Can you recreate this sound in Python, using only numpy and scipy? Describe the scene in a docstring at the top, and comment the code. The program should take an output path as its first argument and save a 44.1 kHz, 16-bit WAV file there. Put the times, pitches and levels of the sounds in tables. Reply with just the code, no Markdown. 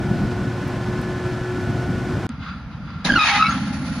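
"""Two oil pumpjacks in the open

Wind buffets a stereo microphone beside each in turn. The first runs steadily: mains hum, gear whine
and fan rush. After an abrupt cut the second stands almost still, its drive belts rubbing; its motor
kicks in, the belts squeal, break into a rasp, squeal again and grip."""
import sys
import numpy as np
from scipy import signal
from scipy.fft import rfft, irfft
from scipy.io import wavfile

SR = 44100
rng = np.random.default_rng(int(sys.argv[2]) if len(sys.argv) > 2 else 0)


def master_out(mix):
    """Clip the mix to full scale and print it as 16-bit PCM to the path in sys.argv[1]."""
    frames = np.transpose(np.atleast_2d(mix))
    ceiling = np.clip(frames, -1, 1)
    pcm = np.round(ceiling * 32767).astype(np.int16)
    wavfile.write(sys.argv[1], SR, pcm)


N = 176400
CUT_OUT_S, CUT_IN_S, MOTOR_START_S = 2.268, 2.292, 3.047

# stereo image at the first and the second pumpjack: f/Hz, side minus mid/dB, left minus right/dB
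FIRST_MICS = [(30, -3, 2), (100, -22, 0.6), (400, -20, 0.5), (1400, -15, .2), (2600, -15.5, -.3),
              (6600, -6, -2), (9050, -1, 6), (12000, -6, -0.5)]
SECOND_MICS = [(40, -11, 0), (170, -21, -0.3), (500, -28.5, -1.5), (1200, -22.5, 1), (1850, -9.5, -3),
               (2400, 3, 3), (3180, -3.5, -4), (3720, -4, 0), (4400, -1.5, -5), (6300, 1, 2),
               (10000, -16, 0)]
# resonances of the belt guard: f/Hz, width/Hz, level/dB
GUARD_MODES = [(825, 37, 1), (1033, 33, -9.5), (1347, 59, -5.5), (1686, 38, -4), (1865, 28, -3),
               (2070, 48, -5), (2210, 53, -11.5), (4360, 95, -9)]


def amp(db):
    """Decibels to gain."""
    return 10 ** (np.asarray(db) / 20)


def unit(x):
    """Scales to rms 1."""
    return x / np.sqrt(np.mean(x ** 2) + 1e-20)


def clock():
    """Time of each sample in seconds."""
    return np.arange(N) / SR


def curve(rows, column=1):
    """One column of a table, joined by straight lines in time."""
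    rows = np.array(rows)
    return np.interp(clock(), rows[:, 0], rows[:, column])


def across(rows, column=1):
    """One column of a table, joined by straight lines over log frequency."""
    rows = np.array(rows)
    return np.interp(np.log(np.fft.rfftfreq(N, 1 / SR) + 1), np.log(rows[:, 0] + 1), rows[:, column])


def burst(rows, column=1):
    """Gain from a level column, silent outside the table's span."""
    return amp(curve(rows, column)) * (clock() > rows[0][0]) * (clock() < rows[-1][0])


def wander(rate_hz):
    """Smooth random motion up to a rate, rms 1."""
    hz = np.fft.rfftfreq(N, 1 / SR)
    return unit(irfft(rfft(rng.standard_normal(N)) * (hz > 0) / (1 + (hz / rate_hz) ** 4), N))


def noise(colour, mics):
    """Stereo noise of a given spectral shape, rms 1, as wide as the microphone hears it."""
    mid, side = rfft(rng.standard_normal((2, N))) * amp(across(colour))
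    side = side * amp(across(mics))
    return unit(irfft(np.array([mid + side, mid - side]), N))


def ring(modes):
    """Friction ringing a metal part in its narrow resonances, rms 1."""
    hz = np.fft.rfftfreq(N, 1 / SR)
    body = sum(amp(db) / (1 + 1j * (hz - f) / width) ** 2 for f, width, db in modes)
    return unit(irfft(rfft(rng.standard_normal(N)) * body, N))


def balance(x, mics):
    """Leans each frequency to the left or the right."""
    return irfft(rfft(x) * amp(np.outer([.5, -.5], across(mics, column=2))), N)


def low_pass(x, edge_hz):
    """Steep band limit."""
    taps = signal.firwin(401, edge_hz, window=("kaiser", 9), fs=SR)
    return signal.oaconvolve(x, taps[None], "same")


def motor_hum(swell_period_s=1.7, flutter_db=1.5):
    """Mains hum and gear whine, each tone wavering and swelling at its own place in the stroke."""
    # motor and gear tones: f/Hz, level/dB, pitch wander/Hz, loudest at t/s, swell/dB
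    tones = [(119.9, -33.5, 0.28, .2, 2.5), (362.1, -33, .35, 1.3, 2.1), (708, -60, 3.26, 1.93, 16),
             (802, -62, 1.6, 2.4, 1), (1051, -50, 1.37, 0.82, 7), (1350, -50, 8.7, 1.54, 4.5),
             (1466, -48, 6.7, 1.8, 6.5), (1490, -46, 9.7, 1.15, 1), (1608, -54.5, 2.3, .7, 0),
             (1726, -46.5, 4.1, 1.24, 3.5)]
    out = np.zeros(N)
    for hz, db, drift, loudest, swell in tones:
        turns = np.cumsum(hz + drift * wander(20.1)) / SR
        load = np.cos(2 * np.pi * (clock() - loudest) / swell_period_s)
        level = db + swell * load + flutter_db * wander(9)
        out += amp(level) * unit(np.sin(2 * np.pi * turns))
    return out


def fan_rush():
    """The fan moves air in a broad, nearly even rush."""
    colour = [(240, -45), (400, -2), (698, -0.5), (853, -3.5), (1010, -5.5), (1250, -7), (1510, -3),
              (1600, -11.5), (1770, -8), (1920, -9.5), (3710, -18.5), (5380, -21.5), (12200, -40),
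              (15800, -64), (22000, -120)]  # fan spectrum: f/Hz, level/dB
    return noise(colour, FIRST_MICS) * amp(-35 + 0.56 * wander(25))


def first_wind():
    """Lumpy gusts buffet the microphone at the first pumpjack."""
    colour = [(15, -55), (25, -38), (35, -23), (50, -6), (75, -7), (110, 1.5), (160, -1), (230, -4.5),
              (320, -9), (420, -21), (800, -28), (3000, -65)]  # rumble spectrum: f/Hz, level/dB
    gusts = [(0, -24.5), (.07, -24), (.1, -20), (.22, -21), (.35, -25.5), (.9, -26.5), (1.3, -26.5),
             (1.48, -31.5), (1.58, -24), (2.26, -25)]  # wind strength: t/s, level/dB
    return noise(colour, FIRST_MICS) * amp(curve(gusts) + 1.8 * wander(35))


def linkage_ticks(fade_s=.008):
    """Small bright ticks from the linkage."""
    colour = [(2000, -20), (6000, -3), (10000, 3), (15000, -3)]  # tick spectrum: f/Hz, level/dB
    ticks = [(.677, -48), (1.014, -47)]  # onsets: t/s, level/dB
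    t = clock()
    envelope = sum(amp(db) * (t > start) * np.exp(-abs(t - start) / fade_s) for start, db in ticks)
    return noise(colour, FIRST_MICS) * envelope


def opening_click(fade_s=.001):
    """A dry snap that opens the second scene."""
    colour = [(200, 2), (1500, 1), (5000, -6), (8500, -9), (11000, -28)]  # snap spectrum: f/Hz, level/dB
    age = clock() - CUT_IN_S
    return noise(colour, FIRST_MICS) * amp(-29) * (age > 0) * np.exp(-abs(age) / fade_s)


def faint_hiss():
    """A faint, steady hiss behind the second pumpjack."""
    colour = [(210, -40), (350, -22), (474, -9.5), (524, -9.5), (1400, -6.5), (2160, -16.5), (4980, -28.5),
              (6640, -35.5), (7450, -77), (11000, -36), (14300, -78), (22000, -120)]  # spectrum of the faint hiss: f/Hz, level/dB; a band near 8 kHz is left almost empty
    return noise(colour, SECOND_MICS) * amp(-46)


def second_wind():
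    """Lighter gusts buffet the microphone at the second pumpjack."""
    colour = [(15, -46), (30, -22), (45, -8), (70, 2.5), (100, -1.5), (170, 2), (240, -4), (290, -12),
              (380, -28.5), (1500, -84)]  # rumble spectrum: f/Hz, level/dB
    gusts = [(2.29, -35.5), (2.34, -30), (2.5, -33), (3.03, -32), (3.3, -36.5), (3.5, -29.5), (4, -32.5)]  # wind strength: t/s, level/dB
    return noise(colour, SECOND_MICS) * amp(curve(gusts) + 2 * wander(24))


def belt_rub():
    """The belts rub on the pulley and set it ringing."""
    colour = [(400, -31), (900, -19), (1150, 0.5), (1330, 2.5), (1550, -3.5), (1800, -11), (2080, -15),
              (2600, -14), (3600, -18.5), (4200, -16.5), (4800, -25), (5400, -29.5), (6800, -36),
              (8000, -56), (11000, -45)]  # spectrum of the rubbing noise: f/Hz, level/dB; a band near 8 kHz is left nearly empty
    rubs = [(2.3, -44.5), (2.38, -52.5), (2.42, -38.5), (2.49, -36.5), (2.57, -45.5), (2.68, -57),
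            (2.73, -45), (2.8, -54), (2.91, -43), (3.0, -46), (3.52, -29.5), (3.62, -43.5), (4, -45.5)]  # rubbing strength: t/s, level/dB
    pulley_modes = [(1376, 31, -2), (2093, 36, -16.5), (3450, 34, -16.5), (3860, 29, -17),
                    (4660, 40, -20.5), (4840, 60, -19.5)]  # pulley resonances: f/Hz, width/Hz, level/dB
    rubbing = noise(colour, SECOND_MICS) + amp(-1.5) * ring(pulley_modes)
    return rubbing * amp(curve(rubs) + 0.73 * wander(70))


def bumps(half_width_s=.009):
    """Dull, low thuds lasting a few cycles."""
    thuds = [(2.303, 240, -26), (3.683, 185, -20)]  # thud peaks: t/s, f/Hz, level/dB
    t = clock()
    out = np.zeros(N)
    for centre, hz, db in thuds:
        envelope = amp(db) * np.exp(-((t - centre) / half_width_s) ** 2)
        out += envelope * np.sqrt(2) * np.sin(2 * np.pi * (hz * t + rng.random()))
    return out


def frame_shudder():
    """The frame shakes briefly as the motor kicks in."""
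    colour = [(40, -8), (120, -3), (200, 3.5), (290, 1.5), (400, -19.5), (700, -14), (3000, -80)]  # frame spectrum: f/Hz, level/dB
    jolt = [(3.04, -45), (3.055, -23), (3.1, -19.5), (3.127, -20), (3.15, -23), (3.178, -21.5),
            (3.195, -49)]  # shaking strength: t/s, level/dB
    return noise(colour, SECOND_MICS) * burst(jolt)


def belt_rasp():
    """The slipping belts rasp and ring their guard."""
    # spectrum of the rasping noise: f/Hz, level/dB; a band near 8 kHz is left almost empty
    colour = [(300, -45), (550, -22), (820, 1), (1050, -1.5), (1400, -6.5), (1650, 2), (2200, -7),
              (2700, -6), (3200, -6), (4100, -9), (5000, -15), (6800, -16.5), (7800, -56), (10000, -20.5),
              (11000, -44)]
    rasps = [(3.045, -32), (3.065, -22), (3.11, -33), (3.135, -34), (3.18, -30.5), (3.24, -24.5),
             (3.275, -18.5), (3.305, -19), (3.335, -23), (3.365, -21), (3.41, -30), (3.47, -37),
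             (3.52, -33), (3.6, -36.5), (3.75, -47)]  # rasp strength: t/s, level/dB
    rasping = noise(colour, SECOND_MICS) + amp(-4.5) * ring(GUARD_MODES)
    return rasping * burst(rasps) * amp(1.1 * wander(110))


def motor_start(rise_s=0.0032, clack_fade_s=0.022):
    """The second motor kicks in with a clack and runs on under load, the belt guard ringing."""
    # spectrum of the sharp burst: f/Hz, level/dB; a band near 8 kHz is left almost empty
    burst_colour = [(200, 0), (800, 3), (2000, -10), (3000, -14), (3900, 11), (5000, -2), (6500, -5),
                    (8000, -34), (11000, -8)]
    # spectrum of the running noise: f/Hz, level/dB; a band near 8 kHz is left almost empty
    running_colour = [(240, -41), (400, -11), (466, -26), (513, 0), (958, -7), (1320, -2.5), (3110, -11.5),
                      (4400, -11), (6960, -18.5), (7360, -27), (7890, -70), (9060, -21), (11000, -16),
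                      (14300, -75), (22000, -120)]
    age = np.maximum(clock() - MOTOR_START_S, 0)
    onset = np.minimum(age / rise_s, 1)
    clack = noise(burst_colour, SECOND_MICS) * np.exp(-age / clack_fade_s) * amp(-19.5)
    running = noise(running_colour, SECOND_MICS) * amp(-39 + 2.0 * wander(46))
    guard = amp(-44.5) * ring(GUARD_MODES)
    return onset * (clack + running + guard)


def motor_drone():
    """The second motor drones low under load."""
    colour = [(40, -45), (100, -13), (165, -0.5), (215, -1), (275, -2), (320, -14), (390, -33), (1500, -86)]  # drone spectrum: f/Hz, level/dB
    surges = [(3.05, -36), (3.2, -39.5), (3.36, -36), (3.402, -23.5), (3.44, -34.5), (3.53, -24.5),
              (3.62, -28), (3.8, -27.5), (3.96, -27.5), (4.1, -29)]  # drone strength: t/s, level/dB
    return noise(colour, SECOND_MICS) * burst(surges)


def belt_squeal(pitch_jitter=0.021, flutter_db=2.86, overtone_jitter_rad=0.75, overtone_flutter_db=2.5):
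    """Stick-slip of the belts: a jittery tone whose rough overtones differ from left to right."""
    squeal = [(3.091, 1640, -26, -10), (3.103, 1660, -12, -11), (3.114, 1620, -28, -4),
              (3.122, 1510, -22, 1.5), (3.133, 1590, -32, 1.5), (3.142, 1633, -13.5, -8),
              (3.151, 1501, -30, 3), (3.162, 1420, -13, -3), (3.173, 1391, -20, 2),
              (3.181, 1340, -14.5, -9), (3.189, 1291, -27.5, 6), (3.196, 1245, -20, 7.5),
              (3.228, 1250, -19, 8), (3.255, 1263, -31, 14.5), (3.275, 1250, -38.5, 24),
              (3.305, 1320, -28, 3), (3.375, 1220, -28.5, 13), (3.398, 1275, -17.5, -2.5),
              (3.436, 1299, -14, -5.5), (3.466, 1297, -22.5, 6.5), (3.495, 1353, -20.5, -11),
              (3.56, 1320, -34, -16)]  # course of the squeal: t/s, f/Hz, level/dB, overtone boost/dB
    overtones = [-9.5, -15.5, -25]  # harmonics 2 to 4 before the boost: level/dB
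    turns = np.cumsum(curve(squeal) * (1 + pitch_jitter * wander(400))) / SR
    out = np.sin(2 * np.pi * turns) * np.ones((2, 1))
    for harmonic, db in enumerate(overtones, 2):
        for channel in out:
            level = db + curve(squeal, column=3) + overtone_flutter_db * wander(120)
            phase = 2 * np.pi * harmonic * turns + overtone_jitter_rad * wander(110)
            channel += amp(level) * np.sin(phase)
    return np.sqrt(2) * out * burst(squeal, column=2) * amp(flutter_db * wander(170))


def side_squeals(pitch_jitter=.022):
    """Other belts in the set slip in short, rough tones that swell and die."""
    chirps = [(3.268, 0.158, 823, -28), (3.28, 0.047, 2225, -20), (3.328, 0.061, 2025, -23),
              (3.433, 0.056, 2230, -24.5), (3.492, 0.04, 6400, -38)]  # slips: t/s, length/s, f/Hz, level/dB
    out = np.zeros(N)
    for start, length, hz, db in chirps:
        arch = np.sin(np.pi * np.clip((clock() - start) / length, 0, 1))
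        turns = np.cumsum(hz * (1 + pitch_jitter * wander(250))) / SR
        out += amp(db) * arch * unit(np.sin(2 * np.pi * turns))
    return out


def scene(gap_db=-20.5):
    """The running pumpjack, a blink of near silence, then the starting one with duller treble."""
    running = balance(motor_hum() + fan_rush() + first_wind() + linkage_ticks(), FIRST_MICS)
    background = faint_hiss() + second_wind() + bumps()
    belts = belt_rub() + belt_rasp() + belt_squeal() + side_squeals()
    machine = frame_shudder() + motor_start() + motor_drone()
    starting = balance(background + belts + machine, SECOND_MICS)
    before_cut = clock() < CUT_OUT_S
    second_gain = np.where(clock() > CUT_IN_S, 1, amp(gap_db) * ~before_cut)
    return running * before_cut + low_pass(starting * second_gain + opening_click(), edge_hz=11200)


def record(dry):
    """The recorder's band limit."""
    return low_pass(dry, edge_hz=15750)


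dry = scene()
out = record(dry)
master_out(out)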